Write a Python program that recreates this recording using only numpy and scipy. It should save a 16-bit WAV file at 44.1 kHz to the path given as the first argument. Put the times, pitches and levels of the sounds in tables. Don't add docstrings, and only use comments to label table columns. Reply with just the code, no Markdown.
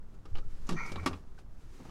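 import sys
import numpy as np
from scipy import signal
from scipy.fft import rfft, irfft, next_fast_len
from scipy.io import wavfile
from scipy.ndimage import map_coordinates

SR = 44100
rng = np.random.default_rng(int(sys.argv[2]) if len(sys.argv) > 2 else 0)


def wrap_up_sound(samples):
    columns = np.atleast_2d(samples).T
    tamed = np.clip(columns, -1, 1)
    steps = np.round(tamed * 32767).astype(np.int16)
    wavfile.write(sys.argv[1], SR, steps)


N = 83790


def amp(db):
    return 10 ** (np.asarray(db) / 20)


def unit(x):
    return x / np.sqrt(np.mean(x ** 2) + 1e-20)


def along(points, hz):
    f, v = np.transpose(points)
    return np.interp(np.log(hz + 1), np.log(f + 1), v)


def curves(rows):
    s, *cols = np.transpose(rows)
    return [np.interp(np.arange(N) / SR, s, c) for c in cols]


def wobble(rate):
    knots = rng.standard_normal(N)
    return map_coordinates(knots, [np.arange(N) * rate / SR], mode="mirror")


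def filtered(x, response):
    m = next_fast_len(len(x) + 8192)
    spectrum = rfft(x, m) * response(np.fft.rfftfreq(m, 1 / SR))
    return irfft(spectrum, m)[:len(x)]


def coloured(x, spectrum):
    return unit(filtered(x, lambda hz: amp(along(spectrum, hz))))


def dying(x, t60s):
    hz, t, z = signal.stft(x, SR, nperseg=128)
    fade = amp(-60 * t / along(t60s, hz)[:, None])
    return signal.istft(z * fade, SR)[1][:len(x)]


def slips(rate, spread_db):
    happens = rng.random(N) < rate / SR
    strength = amp(spread_db * rng.standard_normal(N).clip(-2, 2))
    return happens * strength * rng.choice([-1, 1], N)


def add(track, s, sound):
    part = track[max(0, round(s * SR)):][:len(sound)]
    part += sound[:len(part)]


def mode(hz, t60):
    t = np.arange(SR // 2) / SR
    return np.exp(-np.log(1000) * t / t60) * np.sin(2 * np.pi * hz * t)


def room_noise():
    # (frequency [Hz], relative level [dB])
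    floor_colour = [(24, -37), (40, 4.5), (317, -17.5), (650, -26), (1310, -29), (2270, -43), (15500, -54)]
    floor_db = -55
    return amp(floor_db) * coloured(rng.standard_normal(N), floor_colour)


def microphone_shake():
    # (time [s], level [dB])
    shake = [(0, -43.5), (.25, -40.5), (.35, -26), (.48, -26.5), (.68, -31), (.95, -39), (1.2, -45),
             (1.45, -40), (1.9, -47)]
    # (frequency [Hz], relative level [dB])
    shake_colour = [(3, -10.5), (11, -4.5), (20, -16.5), (35, -22), (60, -38), (130, -43.5)]
    top_hz = 160
    noise = coloured(rng.standard_normal(N), shake_colour)
    rumble = filtered(noise, lambda hz: 1 / (1 + (hz / top_hz) ** 8))
    return amp(curves(shake)[0]) * rumble


def glove():
    # (time [s], level [dB])
    rub = [(0, -84), (.15, -69.5), (.22, -77), (.33, -66.5), (.465, -70.5), (.51, -63), (.56, -65),
           (.66, -60), (.8, -70), (.88, -52.5), (.95, -59.5), (1.17, -62), (1.25, -75), (1.35, -71.5),
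           (1.395, -62), (1.44, -79), (1.63, -65.5), (1.8, -60.5), (1.9, -60.5)]
    # (frequency [Hz], relative level [dB])
    glove_colour = [(100, -1.5), (350, 17), (700, -1.5), (1200, 3.5), (3000, -3), (6500, -4.5),
                    (10000, -12), (16000, -20.5)]
    level_db = curves(rub)[0] + 1.0 * wobble(40)
    return amp(level_db) * coloured(slips(12000, spread_db=2.5), glove_colour)


def grinding():
    # (time [s], level [dB])
    grind = [(.66, -65), (.70, -38.5), (.745, -43.5), (.78, -47.5), (.97, -52.5), (1.04, -45.5),
             (1.12, -47.5), (1.17, -51.5), (1.23, -63.5), (1.75, -76), (1.81, -58), (1.9, -53.5)]
    # (frequency [Hz], relative level [dB])
    grit_colour = [(40, -20), (100, 10.5), (350, -4), (700, -9.5), (1200, -12.5), (3000, -26),
                   (5500, -29.5), (9000, -39), (16000, -79)]
    level_db = curves(grind)[0] + 1.4 * wobble(70.1)
    return amp(level_db) * coloured(slips(700, spread_db=2.0), grit_colour)


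def contacts():
    # (time [s], level before shaping [dB], bass weight [dB], treble weight [dB], spot resonance [Hz])
    touches = [(.254, -50.5, 10.5, -0.5, 1300), (0.353, -40, -4.5, -10.5, 2870),
               (0.369, -45, -12, -5.5, 4260), (0.382, -42, -2.5, -6.5, 507), (0.669, -56, -13, 12.5, 6340),
               (0.682, -49, -6, -15, 2390), (0.6902, -38.5, 9, 12, 2640), (0.693, -33.5, 6, -18, 1890),
               (0.7068, -46, 3, 10, 3680), (.72, -41.5, 6, 0, 980), (0.728, -46, 2, 6, 3260),
               (0.74, -51, 13, -13, 3365), (0.861, -57, -16, 18, 5160), (0.918, -40.5, 6.5, 5.5, 557),
               (.957, -33.5, 1.5, -15, 3900), (0.993, -47, 4, -26, 2300), (1.0603, -31, 8.5, 11, 2250),
               (1.0634, -26, 1, -14, 1340), (1.0735, -28.5, -15, -1.5, 1400), (1.111, -44, 12.5, -30, 1210),
               (1.132, -44.5, 0, -6, 2460), (1.138, -46, 0.5, -19, 1180), (1.387, -52.5, -2, -1.5, 814),
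               (1.801, -51, 11, -24, 253), (1.852, -52, 12, -15, 909.6), (1.893, -47.5, -1, -9, 1070)]
    # (frequency [Hz], relative level [dB])
    clack_colour = [(40, -9.5), (120, 2), (270, 5.5), (400, 1.5), (620, -6.5), (1100, -2.5), (1900, -7),
                    (3200, -10), (5500, -14.5), (8500, -23.5), (12000, -33), (16000, -46)]
    # (frequency [Hz], t60 [s])
    clack_t60 = [(100, 0.02), (400, 0.12), (1500, 0.05), (5000, 0.068), (12000, 0.059)]
    attack_s, bass_hz, treble_hz = 0.00058, 540, 4040
    spot_db, spot_octaves = 9, .17
    alike = 0.7
    out, t = np.zeros(N), np.arange(SR // 2) / SR
    common = rng.standard_normal(len(t))
    for s, db, bass_db, treble_db, spot_hz in touches:
        def touch(hz):
            bass = bass_db / (1 + (hz / bass_hz) ** 4)
            treble = treble_db * (1 - 1 / (1 + (hz / treble_hz) ** 4))
            octaves = np.log2((hz + 1) / spot_hz)
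            spot = spot_db * np.exp(-(octaves / spot_octaves) ** 2)
            return amp(bass + treble + spot)

        ring = np.sqrt(alike) * common + np.sqrt(1 - alike) * rng.standard_normal(len(t))
        clack = filtered(coloured(ring, clack_colour), touch)
        onset = 1 - np.exp(-t / attack_s)
        add(out, s, amp(db) * onset * dying(clack, clack_t60))
    return out


def taps():
    # (time [s], level before onset and decay [dB], pitch [Hz])
    pings = [(0.254, -47, 1278), (.426, -51.5, 1320), (0.979, -35.5, 1115), (1.133, -40, 1126),
             (1.378, -50.5, 1523)]
    t60_s, attack_s = 0.043, 0.001656
    out, t = np.zeros(N), np.arange(SR // 2) / SR
    onset = 1 - np.exp(-t / attack_s)
    for s, db, hz in pings:
        add(out, s, amp(db) * onset * mode(hz, t60_s))
    return out


def thuds():
    # (time [s], level [dB], middle pitch [Hz], length [s])
    shifts = [(0.314, -39, 84.64, 0.038), (0.692, -41.5, 175.5, 0.092), (0.699, -41.5, 358.2, 0.065),
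              (0.73, -48, 225, .042), (0.916, -49, 164.4, 0.054), (0.912, -42, 83.37, 0.14),
              (1.086, -43, 84.2, 0.095)]
    waver, sag = .05, .12
    out, t = np.zeros(N), np.arange(N) / SR
    for s, db, hz, length in shifts:
        progress = np.clip((t - s) / length, 0, 1)
        swell = np.sqrt(abs(2 * np.sin(np.pi * progress)))
        pitch = hz * (1 + sag * (.5 - progress) + waver * wobble(90))
        out += amp(db) * swell * np.sin(2 * np.pi * np.cumsum(pitch) / SR)
    return out


def edge():
    # (time [s], level [dB])
    drag = [(.65, -100), (.75, -63), (.81, -60.5), (.9, -70), (1, -100)]
    # (frequency [Hz], relative level [dB])
    edge_colour = [(5200, -25), (5950, 2), (6600, -8), (7600, -33.5)]
    return amp(curves(drag)[0]) * coloured(slips(5400, spread_db=-6.0), edge_colour)


def bar():
    # (time [s], level before mode levels [dB])
    knocks = [(.692, -34), (1.0622, -25.5), (1.131, -42)]
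    # (frequency [Hz], relative level [dB], t60 [s])
    steel = [(184.3, -13, 0.29), (269.7, -3, 0.089), (362.7, -12.5, 0.22), (465, -19, 0.087),
             (950, -5, 0.019), (1146, -1, 0.088), (1216, -13, 0.087), (1872, -15, 0.082),
             (2150, -11, 0.079), (2708, -17.5, 0.11), (3328, -11, 0.057), (4900, -14, 0.034)]
    out = np.zeros(N)
    for s, db in knocks:
        for hz, level, t60 in steel:
            uneven_db = rng.normal(0, 1)
            add(out, s, amp(db + level + uneven_db) * mode(hz, t60))
    return out


def scrape():
    # (time [s], level before the rasp and squeal gains [dB], squeal pitch [Hz])
    slide = [(.755, -66, 1880), (.770, -42, 1907), (.789, -39, 1893), (.807, -38, 2336), (.82, -41, 2186),
             (.842, -41, 2170), (.87, -46, 2290), (.9, -47, 2233), (.965, -59, 2300), (.997, -48.5, 2300),
             (1.015, -58.5, 2300), (1.06, -56, 2280)]
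    # (frequency [Hz], width [Hz], relative level [dB])
    scrape_modes = [(980, 140, -1.5), (1356, 81, 3), (1570, 70, -13.5), (1885, 31, 2), (2153, 114, -1),
                    (2373, 90, 0), (4550, 540, -21.5)]
    slips_per_s, slip_spread_db = 1400, -0.5
    rasp_db, squeal_db, chatter_db = -3, -5.5, 1.5
    squeal_jitter = 0.0309

    def blade(f):
        total = 0
        for k, (centre, width, db) in enumerate(scrape_modes):
            damping = 1j * f * width
            total = total + (-1) ** k * amp(db) * damping / (centre ** 2 - f ** 2 + damping)
        return total

    level_db, pitch = curves(slide)
    rasp = unit(filtered(slips(slips_per_s, slip_spread_db), blade))
    rough_pitch = pitch * (1 + squeal_jitter * wobble(700))
    squeal = unit(np.sin(2 * np.pi * np.cumsum(rough_pitch) / SR))
    t = np.arange(N) / SR
    touching = (t > slide[0][0]) & (t < slide[-1][0])
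    level = touching * amp(level_db + chatter_db * wobble(140))
    return level * (amp(rasp_db) * rasp + amp(squeal_db) * squeal)


def garage(work):
    # (frequency [Hz], t60 [s])
    garage_t60 = [(150, 0.61), (1500, 0.17), (5000, 0.19), (12000, 0.27)]
    garage_db = -16
    tail = dying(rng.standard_normal(SR // 2), garage_t60)
    return amp(garage_db) * signal.fftconvolve(work, tail / np.linalg.norm(tail))[:N]


def scene():
    background = room_noise() + microphone_shake()
    rubbing = glove() + grinding()
    strikes = contacts() + taps() + thuds() + bar()
    sliding = edge() + scrape()
    work = rubbing + strikes + sliding
    return (work + garage(work) + background)[None]


def record(dry):
    top_hz = 15850
    return np.array([filtered(x, lambda hz: hz < top_hz) for x in dry])


dry = scene()
out = record(dry)
wrap_up_sound(out)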